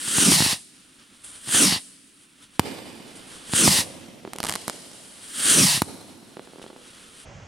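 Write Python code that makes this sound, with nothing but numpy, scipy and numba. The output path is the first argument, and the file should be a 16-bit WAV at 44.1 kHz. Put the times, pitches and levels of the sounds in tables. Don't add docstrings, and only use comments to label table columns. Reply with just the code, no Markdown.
import sys
import numpy as np
from scipy import signal
from scipy.fft import rfft, irfft, next_fast_len
from scipy.io import wavfile
from numba import njit

SR = 44100
rng = np.random.default_rng(int(sys.argv[2]) if len(sys.argv) > 2 else 0)


def persist_wave(psi):
    counts = np.round(np.clip(psi, -1, 1) * 32767).astype(np.int16)
    wavfile.write(sys.argv[1], SR, np.atleast_2d(counts).T)


N = 329427
TIME_S = np.arange(N) / SR

# frequency in Hz, relative level in dB.
EVENING_SPECTRUM = [(25, -41), (70, -16), (140, -9), (270, 2), (450, -17), (750, -27), (1300, -18),
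                    (3000, -14.5), (9000, -32.5), (15000, -34)]
RUMBLE_SPECTRUM = [(15, -31), (25, -10), (124, -2.5), (331, -20), (555, -14), (1200, -23), (2480, -25.5),
                   (3210, -25.5), (3660, -34.5), (6460, -29), (12000, -61), (15600, -112)]
# frequency in Hz, relative level in dB.
ECHO_SPECTRUM = [(40, -9.5), (130, -1.5), (300, 2.5), (550, 4.5), (1000, -7), (1600, -4), (3000, 2),
                 (6000, 2), (10000, 1.5), (15000, -11)]
SCATTER_SPECTRUM = [(300, 4), (1200, 6.5), (5000, -2.5), (10000, -6), (12500, -3), (15000, -31)]
# frequency in Hz, relative level in dB.
FIZZ_SPECTRUM = [(300, -1), (800, -8.5), (1300, -1), (2200, -5), (3200, 1), (5000, -4.5), (7000, -8.5),
                 (11000, -13), (15000, -45)]
SIZZLE_SPECTRUM = [(3000, -30), (6500, -9.5), (8200, 0), (9300, 4), (10800, -5), (12200, -21), (15500, -38)]
JET_RACK_SPECTRUM = [(60, -26), (250, -3.5), (700, -15), (1300, -7.5), (2200, -6.5), (3100, -1.5),
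                     (4500, -4.5), (7000, -5), (9100, 4), (10500, -4.5), (12200, -16), (15500, -25.5)]
JET_ALOFT_SPECTRUM = [(60, -17), (250, -10.5), (750, -5), (1400, -7.5), (2200, -1.5), (3400, 0), (5000, 2),
                      (6800, 0.5), (9400, 4), (11000, -0.5), (12500, -7.5), (15500, -17)]
# frequency in Hz, relative level in dB.
FAR_POP_SPECTRUM = [(40, -32), (150, -8.5), (320, 2), (550, -2), (1000, -7.5), (2200, -15), (4000, -14),
                    (7000, -29), (15000, -34)]
STAR_SPECTRUM = [(40, -14.5), (200, 7), (400, 6.5), (900, -1), (2000, -4.5), (4500, -0.5), (6500, -4.5),
                 (9800, 3), (12000, -10), (15500, -29.5)]
BANG_SPECTRUM = [(30, -49.5), (80, -0.5), (170, 4), (280, 4), (480, -4), (900, -1), (1400, -11),
                 (2500, -11.5), (4800, -16.5), (6500, -32), (9500, -19), (15000, -23.5)]
COUGH_SPECTRUM = [(30, -38), (90, -1), (170, 1.5), (300, 0), (500, -13), (900, -11), (2000, -13.5),
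                  (5000, -6.5), (15000, -29.5)]
# frequency in Hz, side minus mid in dB.
STEREO_WIDTH = [(100, -15), (500, -13), (1200, -4), (2500, -4.5), (5000, -23.5), (8000, -8), (11000, -1),
                (15000, 1)]
# frequency in Hz, left minus right in dB.
PORT_BALANCE = [(60, -1.5), (150, -1.5), (400, -3.5), (1100, -5.5), (2500, -0.5), (5500, 0), (9000, 0.7),
                (13000, -1.5)]

# start in seconds, level in dB, treble corner in Hz.
LOUD_FAR_POPS = [(4.2507, -21.5, 970), (4.2635, -37, 600), (4.276, -24.5, 700), (4.279, -35, 600),
                 (4.358, -28, 700), (6.3698, -23, 1400), (6.3948, -22.5, 1700), (6.474, -31, 2030)]
# time in seconds, fizz in dB, sizzle in dB.
FUSE_LEVELS = [(0.701, -63, -62.5), (1.121, -58, -58), (1.4, -50, -48), (2.05, -68, -60), (2.4, -58, -60),
               (3.1, -54, -58), (3.42, -47, -50), (4.15, -58, -80), (4.85, -59, -51), (5.2, -51, -50),
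               (6.25, -59, -64), (6.72, -55, -60), (6.98, -50, -54), (7.22, -49.5, -50.5)]
# start in seconds, fizz in dB, sizzle in dB, decay in seconds.
FUSE_SPURTS = [(0.985, -54, -89.5, 0.077), (1.235, -51, -40.5, 0.052), (3.152, -63, -44, 0.016),
               (3.265, -57, -52, 0.048), (6.616, -41.5, -54, 0.011)]
# start in seconds, level in dB.
LOUD_STARS = [(4.3343, -15), (4.3618, -21), (4.3857, -14), (4.4033, -9.5), (4.4306, -10), (4.439, -8),
              (4.4483, -11), (4.4508, -15.5), (4.4685, -11.5), (4.4892, -9.5), (4.4936, -13),
              (4.4958, -5.5), (4.515, -14), (4.5244, -8.5), (4.5386, -10.5), (4.5544, -8), (4.559, -11.5),
              (4.6804, -7.5), (4.6979, -9.5)]
# start in seconds, level in dB, treble corner in Hz, bass shelf in dB.
CHARGES = [(2.595, 4.5, 8000, -3.5), (3.6775, -1.5, 1100, 2), (5.8196, 1.5, 8000, -2.5)]
# start in seconds, level in dB.
LOUD_COUGHS = [(0.078, -19), (.184, -3.5), (.321, -3.5), (.405, -3.5), (0.423, -4), (.463, -9), (0.53, -12),
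               (1.475, -22), (1.491, -19), (1.547, -10.5), (1.724, -8), (1.762, -14.5), (3.536, -4.5),
               (3.789, -9), (5.776, -13)]
# full thrust in seconds, build-up in dB/s, mid-climb in seconds,
# climb time scale in seconds, burn-out in seconds, relative hiss in dB, distance fade in dB/s,
# extra treble fade in dB/s, relative roar in dB, roar pitch at mid-climb in Hz.
FLIGHTS = [(0.214, 73.5, 0.3, 0.034, 0.527, -20.5, 13, 18.5, -13, 198),
           (1.547, 250, 1.65, 0.022, 1.761, -19.5, 60, 81, -16, 225),
           (3.561, 353, 3.666, 0.023, 3.804, -20, 23.5, 16, -16, 209),
           (5.477, 135, 5.620, 0.026, 5.773, -19.5, 32.5, 16, -13.5, 197)]

RACK_LAG_S, SKY_LAG_S = 0.000618, 0.00107


def undb(db):
    return 10 ** (np.asarray(db) / 20)


def unit(x):
    return x / np.sqrt(np.mean(x ** 2))


def bin_gains(spectrum, size):
    hz, db = np.transpose(spectrum)
    bin_hz = np.arange(size // 2 + 1) * SR / size
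    return undb(np.interp(np.log(bin_hz + 1), np.log(hz), db))


def colour(x, spectrum):
    size = next_fast_len(x.shape[-1], True)
    return irfft(rfft(x, size) * bin_gains(spectrum, size), size)[..., :x.shape[-1]]


def noise(spectrum):
    mid, side = rng.standard_normal((2, N))
    side = colour(side, STEREO_WIDTH)
    return unit(colour(np.array([mid + side, mid - side]), spectrum))


def flicker(rate_hz):
    return 1.2 * np.interp(TIME_S * rate_hz, np.arange(8192), rng.standard_normal(8192))


@njit
def bandpass(x, centre_hz, width_hz):
    y, band_state, low_state = np.empty(len(x)), 0., 0.
    for i in range(len(x)):
        g, damping = np.tan(np.pi * centre_hz[i] / SR), width_hz[i] / centre_hz[i]
        band = (band_state + g * (x[i] - low_state)) / (1 + g * (g + damping))
        band_state, low_state = 2 * band - band_state, low_state + 2 * g * band
        y[i] = damping * band
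    return y


def shocks(rows, spectrum, size=2048):
    out, hz = np.zeros(N + size), np.arange(size // 2 + 1) * SR / size
    for start_s, peak_db, corner_hz in rows:
        cepstrum = irfft(np.log(bin_gains(spectrum, size) / np.hypot(1, hz / corner_hz)))
        cepstrum[1:size // 2] *= 2
        cepstrum[size // 2 + 1:] = 0
        shock = irfft(np.exp(rfft(cepstrum)))
        start = int(start_s * SR)
        out[start:start + size] -= undb(peak_db) * shock / np.abs(shock).max()
    return np.array([out, out])[:, :N]


def shower(from_s, to_s, per_s, level_db, corner_hz, spread_db=1.8):
    jitter, strength = rng.random((40, 2)).T
    starts_s = from_s + (np.arange(len(jitter)) + jitter) / per_s
    levels_db = level_db + spread_db * np.sqrt(12) * (strength - .5)
    return [(s, db, corner_hz) for s, db in zip(starts_s, levels_db) if 0 < s < to_s]


def evening():
    return noise(EVENING_SPECTRUM) * undb(-59 + 0.26 * flicker(19))


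def rumble():
    return noise(RUMBLE_SPECTRUM) * undb(-45 + 1.1 * flicker(14))


def echoes(x, rise_s, early_s, late_db, t60_s, patchy_db, ground=0.32):
    t = TIME_S[:2 * SR]
    mid, side, patches = rng.standard_normal((3, len(t)))
    rise = np.minimum(t / rise_s, 1) ** 2 * (1 - ground) + ground
    fall = np.exp(-np.maximum(t - rise_s, 0) / early_s) + undb(late_db - 60 * t / t60_s)
    surfaces = undb(patchy_db * np.interp(t * 140, np.arange(len(t)), patches))
    returns = np.array([mid + .5 * side, mid - .5 * side])
    response = colour(returns * rise * fall * surfaces, ECHO_SPECTRUM)
    return signal.fftconvolve(x, unit(response) / np.sqrt(len(t)), axes=1)[:, :N]


def reflect(x, lag_s, gain):
    dull = colour(x, [(2500, -1.5), (6000, -25.5), (12000, -20)])
    return x + gain * np.array([np.interp(TIME_S - lag_s, TIME_S, channel) for channel in dull])


def scatter(x, gain_db, decay_s):
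    pole = np.exp(-2 / (decay_s * SR))
    power = signal.lfilter([1 - pole], [1, -pole], colour(x[0], SCATTER_SPECTRUM) ** 2)
    return x + undb(gain_db) * np.sqrt(power) * noise(SCATTER_SPECTRUM)


def far_pops():
    string = shower(from_s=6.525, to_s=6.77, per_s=45, level_db=-31.5, corner_hz=1209.7)
    return shocks(LOUD_FAR_POPS + string, FAR_POP_SPECTRUM)


def fuse(attack_s=0.0097):
    times_s, fizz_db, sizzle_db = np.transpose(FUSE_LEVELS)
    fizz = undb(np.interp(TIME_S, times_s, fizz_db))
    sizzle = undb(np.interp(TIME_S, times_s, sizzle_db))
    for start_s, spurt_fizz_db, spurt_sizzle_db, decay_s in FUSE_SPURTS:
        age_s = np.maximum(TIME_S - start_s, 0)
        spurt = np.minimum(age_s / attack_s, 1) * np.exp(-age_s / decay_s)
        fizz += undb(spurt_fizz_db) * spurt
        sizzle += undb(spurt_sizzle_db) * spurt
    burn = noise(FIZZ_SPECTRUM) * fizz + noise(SIZZLE_SPECTRUM) * sizzle
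    return reflect(burn, RACK_LAG_S, gain=0.048) * undb(2 * flicker(25) + flicker(500))


def crackling_stars(corner_hz=12500):
    rows = [(s, db, corner_hz) for s, db in LOUD_STARS]
    rows += shower(from_s=4.45, to_s=4.508, per_s=115, level_db=-14.5, corner_hz=corner_hz)
    ticks = reflect(shocks(rows, STAR_SPECTRUM), lag_s=0.000995, gain=0.68)
    return scatter(ticks, gain_db=-3.5, decay_s=0.00065)


def charge_bangs(shelf_hz=220):
    bangs = np.zeros((2, N))
    for start_s, peak_db, corner_hz, bass_db in CHARGES:
        spectrum = [(hz, db + bass_db / (1 + (hz / shelf_hz) ** 4)) for hz, db in BANG_SPECTRUM]
        bangs += shocks([(start_s, peak_db, corner_hz)], spectrum)
    return scatter(reflect(bangs, lag_s=0.00097, gain=0.22), gain_db=-11, decay_s=0.00018)


def motor_coughs(loud_corner_hz=1600):
    rows = [(s, db, loud_corner_hz) for s, db in LOUD_COUGHS]
    for full_s, _, _, _, burnout_s, *_ in FLIGHTS:
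        rows += shower(full_s - 0.07, burnout_s, per_s=17, level_db=-22.5, corner_hz=2200)
    return reflect(shocks(rows, COUGH_SPECTRUM), lag_s=0.0011, gain=0.31)


def flight_curves():
    cutoff_db_per_s, trail_db, trail_db_per_s = 448, -38, 112
    lead_s, swell_s, fade_s, roar_floor_db = 0.0041, 0.042, 0.042, -25.5
    hiss, treble, roar, trail, pitch_hz, progress = np.zeros((6, N))
    for (full_s, build_db_per_s, halfway_s, climb_s, burnout_s,
         hiss_db, fade_db_per_s, treble_db_per_s, roar_db, roar_hz) in FLIGHTS:
        since_s = TIME_S - halfway_s
        aloft_s, spent_s = np.maximum(since_s, 0), np.maximum(TIME_S - burnout_s, 0)
        thrust_db = -build_db_per_s * np.maximum(full_s - TIME_S, 0) - cutoff_db_per_s * spent_s
        cleared_s = since_s + lead_s
        width_s = np.where(cleared_s < 0, swell_s, fade_s)
        swell = np.exp(1 - np.hypot(1, cleared_s / width_s * np.sqrt(2)))
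        jet_db = hiss_db + thrust_db + 0.5 * swell - fade_db_per_s * aloft_s
        hiss += undb(jet_db)
        treble += undb(jet_db - treble_db_per_s * aloft_s)
        roar += undb(roar_db + thrust_db) * (swell + undb(roar_floor_db))
        trail += (since_s > 0) * undb(trail_db - trail_db_per_s * spent_s)
        lit = since_s > -.5
        pitch_hz[lit], progress[lit] = roar_hz, since_s[lit] / climb_s
    return hiss, treble, roar, trail, pitch_hz, progress


def exhaust_roar(pitch_hz, height, away, end_to_start_ratio=0.37):
    centre_hz = pitch_hz * end_to_start_ratio ** (away - .5)
    width_hz = centre_hz * (1.05 - 0.9 * height)
    band = bandpass(rng.standard_normal(N), centre_hz, width_hz)
    return unit(bandpass(band, centre_hz, width_hz) / np.sqrt(width_hz))


def jet_hiss(height, away, from_hz=7800, to_hz=3700):
    jet = np.sqrt(1 - height) * noise(JET_RACK_SPECTRUM) + np.sqrt(height) * noise(JET_ALOFT_SPECTRUM)
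    band_hz = from_hz * (to_hz / from_hz) ** away
    band = np.array([bandpass(channel, band_hz, 0.18 * band_hz) for channel in jet])
    hollow = np.array([bandpass(channel, 0.798 * band_hz, 0.16 * band_hz) for channel in jet])
    jet = jet + 3.5 * away * (1 - away) * band - 0.36 * (1 - height) * hollow
    lag_s = RACK_LAG_S + (SKY_LAG_S - RACK_LAG_S) * height
    jet = reflect(jet, lag_s, gain=0.51)
    jet = reflect(jet, 2 * lag_s, gain=0.14)
    return unit(jet) * undb(3 + 1.01 * flicker(70) + 0.47 * flicker(600))


def rockets():
    hiss_gain, treble_gain, roar_gain, trail_gain, pitch_hz, progress = flight_curves()
    height = (1 + np.tanh(progress / 2)) / 2
    away = (1 + np.tanh(progress / 5.23)) / 2
    jet = jet_hiss(height, away)
    body = colour(jet, [(5000, 5), (8000, -19.5), (12000, -17)])
    hiss = body * hiss_gain + (jet - body) * treble_gain
    roar = exhaust_roar(pitch_hz, height, away) * roar_gain * undb(-4.5)
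    return hiss + roar + noise(SIZZLE_SPECTRUM) * trail_gain


def scene():
    launches = rockets() + motor_coughs()
    bangs, stars, far = charge_bangs(), crackling_stars(), far_pops()
    echo = undb(-30) * echoes(launches, rise_s=0.033, early_s=0.068, late_db=2.5, t60_s=1.6,
                              patchy_db=-0.5)
    echo += undb(-11.5) * echoes(bangs, rise_s=0.084, early_s=0.056, late_db=-3, t60_s=4.1,
                                 patchy_db=1.5)
    echo += undb(-10) * echoes(stars, rise_s=0.0067, early_s=0.09, late_db=1, t60_s=3.6, patchy_db=4)
    echo += undb(-8.5) * echoes(far, rise_s=0.004, early_s=0.0059, late_db=-14, t60_s=2.6, patchy_db=4)
    air, ending = evening(), rumble()
    garden = launches + bangs + stars + far + echo + fuse() + air
    scene_change_s, crossfade_s = 7.24, 0.017
    changed = np.clip((TIME_S - scene_change_s) / crossfade_s, 0, 1)
    return (1 - changed) * garden + changed * ending


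def record(dry):
    left = colour(dry[0], [(hz, db / 2) for hz, db in PORT_BALANCE])
    right = colour(dry[1], [(hz, -db / 2) for hz, db in PORT_BALANCE])
    top_hz = 15800
    lowpass = signal.ellip(8, .2, 70, top_hz, fs=SR, output="sos")
    return signal.sosfilt(lowpass, np.clip([left, right], -1, 1))


dry = scene()
out = record(dry)
persist_wave(out)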